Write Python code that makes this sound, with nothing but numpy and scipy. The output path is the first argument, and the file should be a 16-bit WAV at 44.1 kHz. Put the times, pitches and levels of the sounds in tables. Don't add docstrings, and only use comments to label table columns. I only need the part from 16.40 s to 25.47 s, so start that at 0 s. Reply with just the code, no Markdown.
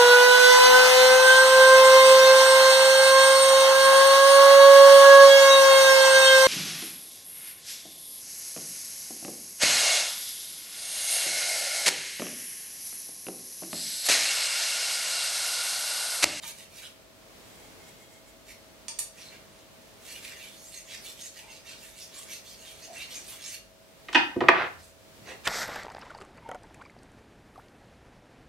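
import sys
import numpy as np
from scipy import signal
from scipy.fft import rfft, irfft
from scipy.io import wavfile
from scipy.ndimage import uniform_filter1d

SR = 44100
rng = np.random.default_rng(int(sys.argv[2]) if len(sys.argv) > 2 else 0)


def wrap_up_sound(samples):
    columns = np.atleast_2d(samples).T
    tamed = np.clip(columns, -1, 1)
    steps = np.round(tamed * 32767).astype(np.int16)
    wavfile.write(sys.argv[1], SR, steps)


N = 399987
TIME = np.arange(N) / SR
FREQ = np.maximum(np.fft.rfftfreq(N, 1 / SR), 1)
RING = SR // 2


def undb(db):
    return 10 ** (np.asarray(db) / 20)


def unit(x):
    return x / np.sqrt(np.mean(x ** 2))


def across(points, hz=FREQ):
    f, value = np.transpose(points)
    return np.interp(np.log(hz), np.log(f), value)


def shape(x, response):
    return irfft(rfft(x) * response, N)


def butter(x, order, hz, kind):
    return signal.sosfilt(signal.butter(order, hz, kind, fs=SR, output="sos"), x)


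def resonance(hz, width_hz):
    return 1 / (1 + 1j * hz / width_hz * (FREQ / hz - hz / FREQ))


def body(modes):
    return sum(undb(db) * resonance(hz, width_hz) for hz, width_hz, db in modes)


def ring(modes):
    t = TIME[:RING]
    total = np.zeros(RING)
    for k, (hz, width_hz, db) in enumerate(modes):
        decay = np.exp(-np.pi * width_hz * t)
        total += (-1) ** k * undb(db) * width_hz * decay * np.sin(2 * np.pi * hz * t)
    return unit(total)


def crack(t60_s, low_hz):
    burst = rng.standard_normal(RING) * undb(-60 * TIME[:RING] / t60_s)
    return unit(butter(burst, 3, low_hz, "high"))


def add(track, s, sound, db, hard_hz):
    sound = butter(sound, 3, hard_hz, "low")
    sound = sound * undb(db) * np.sqrt(SR / 100 / np.sum(sound ** 2))
    start = int(s * SR)
    track[start:start + RING] += sound[:N - start]


def grains(rate_per_s, spread_db):
    size = undb(spread_db * np.minimum(rng.exponential(size=N), 4))
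    hit = rng.random(N) < rate_per_s / SR
    return unit(rng.standard_normal(N) * size * hit)


def walk(rate_hz):
    knots = rng.standard_normal(N // 20)
    return 1.2 * np.interp(TIME * rate_hz, np.arange(len(knots)), knots)


def swell(t, s, length_s, rise_share=0.51):
    share = np.where(t < s, rise_share, 1 - rise_share)
    return np.exp(-((t - s) / (length_s * share)) ** 2)


# f/Hz, likeness/0-1
SIDE_LIKENESS = [(40, 0.46), (150, 0.25), (260, 0.44), (380, 0.24), (700, 0.4), (1500, 0.044),
                 (5000, 0.032), (15000, 0.19)]


def diffuse():
    like = across(SIDE_LIKENESS)
    mid = shape(rng.standard_normal(N), np.sqrt((1 + like) / 2))
    side = shape(rng.standard_normal(N), np.sqrt((1 - like) / 2))
    return np.array([mid + side, mid - side])


# f/Hz, t60/s
REVERB_T60 = [(100, 0.7), (350, 0.33), (1400, 0.38), (4000, 0.34), (10000, 0.27), (16000, 0.03)]


def room_tail(build_s):
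    t = TIME[:RING]
    spectrum = rfft(diffuse()[:, :RING])
    f = np.fft.rfftfreq(RING, 1 / SR)
    centre_hz = np.array(REVERB_T60)[:, 0]
    edges_hz = [0, *np.sqrt(centre_hz[1:] * centre_hz[:-1]), SR]
    tail = 0
    for lo, hi, (_, t60_s) in zip(edges_hz, edges_hz[1:], REVERB_T60):
        band = irfft(spectrum * (f >= lo) * (f < hi), RING)
        tail = tail + band * np.exp(-np.log(1000) * t / t60_s)
    return unit(tail * (1 - np.exp(-t / build_s))) / np.sqrt(RING)


def place(x, tail, wet_db, right_db, left_lag):
    left = np.roll(x, left_lag) * undb(-right_db / 2)
    right = x * undb(right_db / 2)
    echoes = signal.fftconvolve(x[None], tail, axes=1)[:, :N]
    return (np.array([left, right]) + undb(wet_db) * echoes) / np.hypot(1, undb(wet_db))


# f/Hz, relative density/dB per Hz
AIR_COLOUR = [(12, -60.5), (20, -13.5), (38, -6), (122, -5.5), (191, -5), (452, -5), (519, -5.5),
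              (631, -16.5), (686, -9.5), (1300, -12.5), (1670, -13.5), (2090, -13.5), (3000, -15),
              (4070, -15.5), (15500, -25.5)]
# f/Hz, width before squaring/Hz, level/dB rms
MACHINE_DRONE = [(45.7, 7, -68.5), (101, 6, -72), (201.2, 6, -74), (630, 84, -67)]
# f/Hz, level/dB rms
MACHINE_TONES = [(554.3, -67.5), (646.4, -65)]


def workshop(air_db=-53.5, waver_db=1.78):
    air = unit(shape(diffuse(), undb(across(AIR_COLOUR)))) * undb(air_db + waver_db * walk(4.1))
    drone_power = 0
    for hz, width_hz, db in MACHINE_DRONE:
        drone_power = drone_power + (undb(db) * unit(np.abs(resonance(hz, width_hz)) ** 2)) ** 2
    drone = shape(diffuse(), np.sqrt(drone_power))
    tones = np.zeros(N)
    for hz, db in MACHINE_TONES:
        tones += undb(db) * unit(np.sin(2 * np.pi * hz * TIME + 0.2 * walk(3.8)))
    return air + drone + tones


# t/s, length/s, level/dB, f/Hz, width before squaring/Hz
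HANDLING = [(5.082, 0.168, -59, 872, 160), (5.79, 0.089, -61, 1140, 150), (6.51, 0.054, -47.5, 660, 130),
            (6.942, 0.05, -55, 1100, 850), (8.057, 0.13, -44.5, 150, 45), (8.304, 0.64, -62, 86.8, 42.5),
            (8.817, 0.049, -52, 177, 249), (8.909, 0.099, -46.5, 448, 610), (9.062, 0.036, -46.5, 890, 900)]


def bumps():
    out = np.zeros(N)
    for s, length_s, db, hz, width_hz in HANDLING:
        dull = unit(shape(rng.standard_normal(N), resonance(hz, width_hz) ** 2))
        out += dull * undb(db) * swell(TIME, s, length_s)
    return out


# f/Hz, relative density/dB per Hz
CHATTER_COLOUR = [(60, -29.5), (200, -22), (400, -9.5), (800, -9), (1500, -5), (2400, -11.5), (3600, -19.5),
                  (5500, -34.5), (9000, -58.5), (15000, -62)]


def chatter(bench_db=-14, peak_s=8.205, length_s=0.15, rise_share=0.61, level_db=-28):
    bounces = grains(rate_per_s=2600, spread_db=-0.8)
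    low_cut = 1 / (1 + (80 / FREQ) ** 4)
    colour = undb(across(CHATTER_COLOUR)) * (1 + undb(bench_db) * body(BENCH_MODES)) * low_cut
    return unit(shape(bounces, colour)) * undb(level_db) * swell(TIME, peak_s, length_s, rise_share)


# f/Hz, width/Hz, level/dB
ROD_MODES = [(843, 11, 0), (2158, 34, 0.5), (3270, 62, -8.5), (6940, 140, -13), (7700, 170, -13),
             (8800, 150, -20), (11150, 160, -29), (13491, 160, -21)]
# t/s, length/s, level/dB
ROD_PUSHES = [(1.05, 0.21, -62.5), (1.218, .13, -55.5), (1.457, 0.11, -55.5), (1.602, 0.16, -60),
              (1.733, 0.063, -54), (1.78, .04, -53), (1.89, .06, -54)]


def rod(scrape_db=-23):
    friction = rng.standard_normal(N) * undb(3.3 * walk(29.56))
    effort = sum(undb(db) * swell(TIME, s, length_s) for s, length_s, db in ROD_PUSHES)
    response = body(ROD_MODES) + undb(scrape_db) * resonance(5700, 9000)
    return unit(shape(friction, response)) * effort


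# f/Hz, width/Hz, level/dB
CLAMP_MODES = [(907, 35, -3), (1222, 34, -8.5), (1820, 95, -9.5), (2375, 160, -7.5), (2820, 170, -7),
               (3500, 120, -3.5), (4610, 100, 1), (6030, 100, 1), (6760, 100, 6), (8270, 100, 10.5),
               (8750, 84, 5), (9100, 79, 9), (9650, 83, 1.5), (11200, 70, 4), (10600, 140, 7),
               (11500, 110, -1), (12300, 60, -3), (13300, 120, -5), (14200, 140, -5)]
# t/s, level/dB, hardness
# f/Hz
CLAMP_CLICKS = [(.035, -43.5, 1900), (2.4823, -32, 6900), (2.4853, -40, 8550), (2.5878, -33.5, 9100),
                (2.5905, -25, 16000)]


def clicks(crack_db=-4):
    out = np.zeros(N)
    for s, db, hard_hz in CLAMP_CLICKS:
        sound = ring(CLAMP_MODES) + undb(crack_db) * crack(t60_s=0.039, low_hz=4370)
        add(out, s, sound, db, hard_hz)
    return out


# f/Hz, width/Hz, level/dB
BENCH_MODES = [(150, 30, -22.5), (357.5, 22, 7), (381, 45, 2.5), (453, 20, 8), (502, 72, -2), (674, 11, 2),
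               (1020, 86, -1), (1145, 27, 6.5), (1264, 41, -2), (1500, 24, -1.5), (1620, 46, -8),
               (1920, 64, 6.5), (2100, 90, 2), (2404, 57, 1.5), (2610, 78, 5.5), (3240, 200, -6),
               (3800, 150, -1.5)]
# f/Hz, width/Hz, level/dB
HOLDER_MODES = [(261, 34, 1.5), (352, 44, 0), (764, 34, 8), (856, 99, 2), (1060, 21, -1.5), (1520, 19, 4),
                (1713, 110, 4.5), (1830, 170, 2.5), (2260, 120, -5), (2515, 71, 5), (2950, 270, 3),
                (3500, 55, -17), (3330, 61, -6), (3710, 120, 0.5), (4020, 70, -11.5), (4660, 150, -0.5)]
# t/s, level/dB, first contact hardness f/Hz, holder's energy share/0-1, crack re ring/dB
LANDINGS = [(7.685, -39.5, 4000, 0.2, 4), (7.729, -36, 6000, 0.6, 10), (7.7475, -18.5, 4300, .95, 2.5),
            (7.7538, -15, 3200, 0.97, -2.5), (7.9606, -22.5, 371, 0.12, -30.5), (8.006, -29, 2450, .5, 10),
            (8.012, -19.5, 619, 0.05, 8), (8.036, -26, 990, 0, -2), (8.0844, -10, 2580, 0.13, 4.5)]
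FOLLOW_S, FOLLOW_DB, FOLLOW_HARDNESS_RATIO = 0.0032, 1, 0.71


def knocks(modes, part, lowest_hz=105):
    out, tone = np.zeros(N), ring(modes)
    for (s, db, hard_hz, _, crack_db), share in zip(LANDINGS, np.clip(part, 1e-3, 1)):
        share_db = 10 * np.log10(share)
        for k in range(2):
            sound = tone + undb(crack_db) * crack(t60_s=0.046, low_hz=600)
            level_db = db + k * FOLLOW_DB + share_db
            add(out, s + k * FOLLOW_S, sound, level_db, hard_hz * FOLLOW_HARDNESS_RATIO ** k)
    return butter(out, 2, lowest_hz, "high")


# f/Hz, width/Hz, level/dB
BLADE_MODES = [(2324, 160, -3.5), (2730, 26, 2.5), (3650, 31, -3), (4310, 100, -7), (5850, 29, -7),
               (6420, 35, 2), (8580, 49, -2.5), (10800, 92, -52), (10420, 81, -17), (11350, 140, -9),
               (12900, 61, -12), (13900, 34, 5), (14500, 35, -1)]
# f/Hz, level/dB per quarter octave
GRIT_COLOUR = [(700, -30.5), (1000, -25.5), (1400, -15.5), (1700, -9), (2000, -6.5), (2400, -7), (3300, -1),
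               (4800, -2), (6700, 0), (9500, 1), (12000, -1.5), (15500, -5.5)]


def rasp(blade_db=4, judder_db=1.0):
    grit = grains(rate_per_s=6000, spread_db=-0.5) * undb(judder_db * walk(140))
    rung = unit(shape(grit, 1 + undb(blade_db) * body(BLADE_MODES)))
    quarter_octave_hz = FREQ * np.log(2) / 4
    return shape(rung, undb(across(GRIT_COLOUR)) * np.sqrt(SR / 2 / quarter_octave_hz))


def flecks(grid, depth_db=4.5):
    field = uniform_filter1d(rng.standard_normal(grid), size=2, axis=0)
    for frames in (12, 8):
        field = uniform_filter1d(field, size=frames, axis=1)
    return unit(undb(depth_db * unit(field)))


# t of peak speed/s, length/s, level before gain_db/dB, tilt/dB per octave, contact f at peak speed/Hz
PASSES = [(0.044, 0.041, -48, -1, 1750), (0.087, 0.061, -48.5, 2, 1900), (0.202, 0.098, -57.5, 0.7, 2400),
          (0.395, 0.15, -56, 1.3, 2400), (0.447, 0.049, -54.5, -3, 3100), (2.1, 0.067, -57, -0.7, 1900),
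          (2.819, 0.15, -58.5, -1.6, 4030), (2.934, 0.075, -61, -5.5, 2500),
          (3.17, 0.16, -71.5, -1.0, 3300), (3.446, 0.25, -80, 2, 3000), (3.712, 0.17, -54.0, 0.5, 2560),
          (3.87, 0.125, -51.5, -1.4, 2180), (4.024, 0.18, -56, -0.4, 2960), (4.252, 0.3, -63, 3.5, 6800),
          (4.364, 0.11, -57.5, 0, 6000), (4.527, 0.12, -53.5, -1.3, 4750), (4.674, 0.11, -52.5, 1.8, 3050),
          (4.834, 0.12, -55.5, 1.2, 6370), (4.987, 0.12, -57.5, -0.5, 2340), (5.134, 0.13, -59.5, -1, 4500),
          (5.305, 0.111, -55.0, -2, 4700), (5.448, 0.15, -58.5, 1.5, 1700), (5.614, 0.134, -57, 1.2, 5000),
          (5.786, 0.126, -55.5, 0.0, 7800), (5.928, 0.1, -51, 0.3, 4430), (6.095, 0.13, -59, 1.5, 4800),
          (6.271, 0.18, -57.0, 0, 2800), (6.433, 0.14, -58.0, -0.7, 5300), (6.593, 0.12, -50.5, -2, 3100),
          (6.752, 0.13, -50.5, -2, 6000), (6.91, 0.12, -53, -0.1, 14000), (7.059, 0.13, -52, -1.5, 6550),
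          (7.137, 0.067, -52.5, 2, 2700), (8.435, 0.14, -67.5, 0.5, 7000),
          (8.897, 0.086, -53.5, -6.5, 1800), (9.062, 0.034, -44.0, -6.5, 1800)]
PASS_RISE_SHARE = 0.47
PIVOT_HZ = 3940
CLIMB_OCTAVES, SAG_OCTAVES = 1.4, 1
CONTACT_DB, CONTACT_OCTAVES = 6, 0.42


def honing(gain_db=-0.31):
    stft = dict(fs=SR, nperseg=512, noverlap=384)
    hz, t, frames = signal.stft(rasp(), **stft)
    octave = np.log2(np.maximum(hz, hz[1]) / PIVOT_HZ)[:, None]
    power = np.zeros(frames.shape)
    for s, length_s, db, tilt_db, contact_hz in PASSES:
        active = np.abs(t - s) < 2 * length_s
        speed = swell(t[active], s, length_s, PASS_RISE_SHARE)
        climb = CLIMB_OCTAVES * (t[active] - s) / length_s
        centre = np.log2(contact_hz / PIVOT_HZ) + climb - SAG_OCTAVES * (1 - speed)
        near = np.exp(-((octave - centre) / CONTACT_OCTAVES) ** 2)
        level_db = db + tilt_db * np.maximum(octave, -2) + CONTACT_DB * near
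        power[:, active] += (speed * undb(level_db)) ** 2
    rubbed = frames * np.sqrt(power) * flecks(frames.shape)
    return undb(gain_db) * signal.istft(rubbed, **stft)[1][:N]


def scene():
    tail = room_tail(build_s=0.0016)
    holder_share = np.array(LANDINGS)[:, 3]
    settling = place(chatter(), tail, wet_db=-7, right_db=2.5, left_lag=1)
    bench_top = knocks(BENCH_MODES, 1 - holder_share) + bumps()
    bench = place(bench_top, tail, wet_db=-7, right_db=1.5, left_lag=0)
    holder = place(knocks(HOLDER_MODES, holder_share), tail, wet_db=0, right_db=2.0, left_lag=0)
    taps = place(clicks(), tail, wet_db=3.0, right_db=7.5, left_lag=1)
    jig = place(honing() + rod(), tail, wet_db=-4, right_db=4, left_lag=1)
    return workshop() + settling + bench + holder + taps + jig


def record(dry, low_hz=42, top_hz=15750):
    clipped = np.clip(butter(dry, 4, low_hz, "high"), -1, 1)
    return signal.sosfilt(signal.ellip(10, 0.2, 70, top_hz, fs=SR, output="sos"), clipped)


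dry = scene()
out = record(dry)
wrap_up_sound(out)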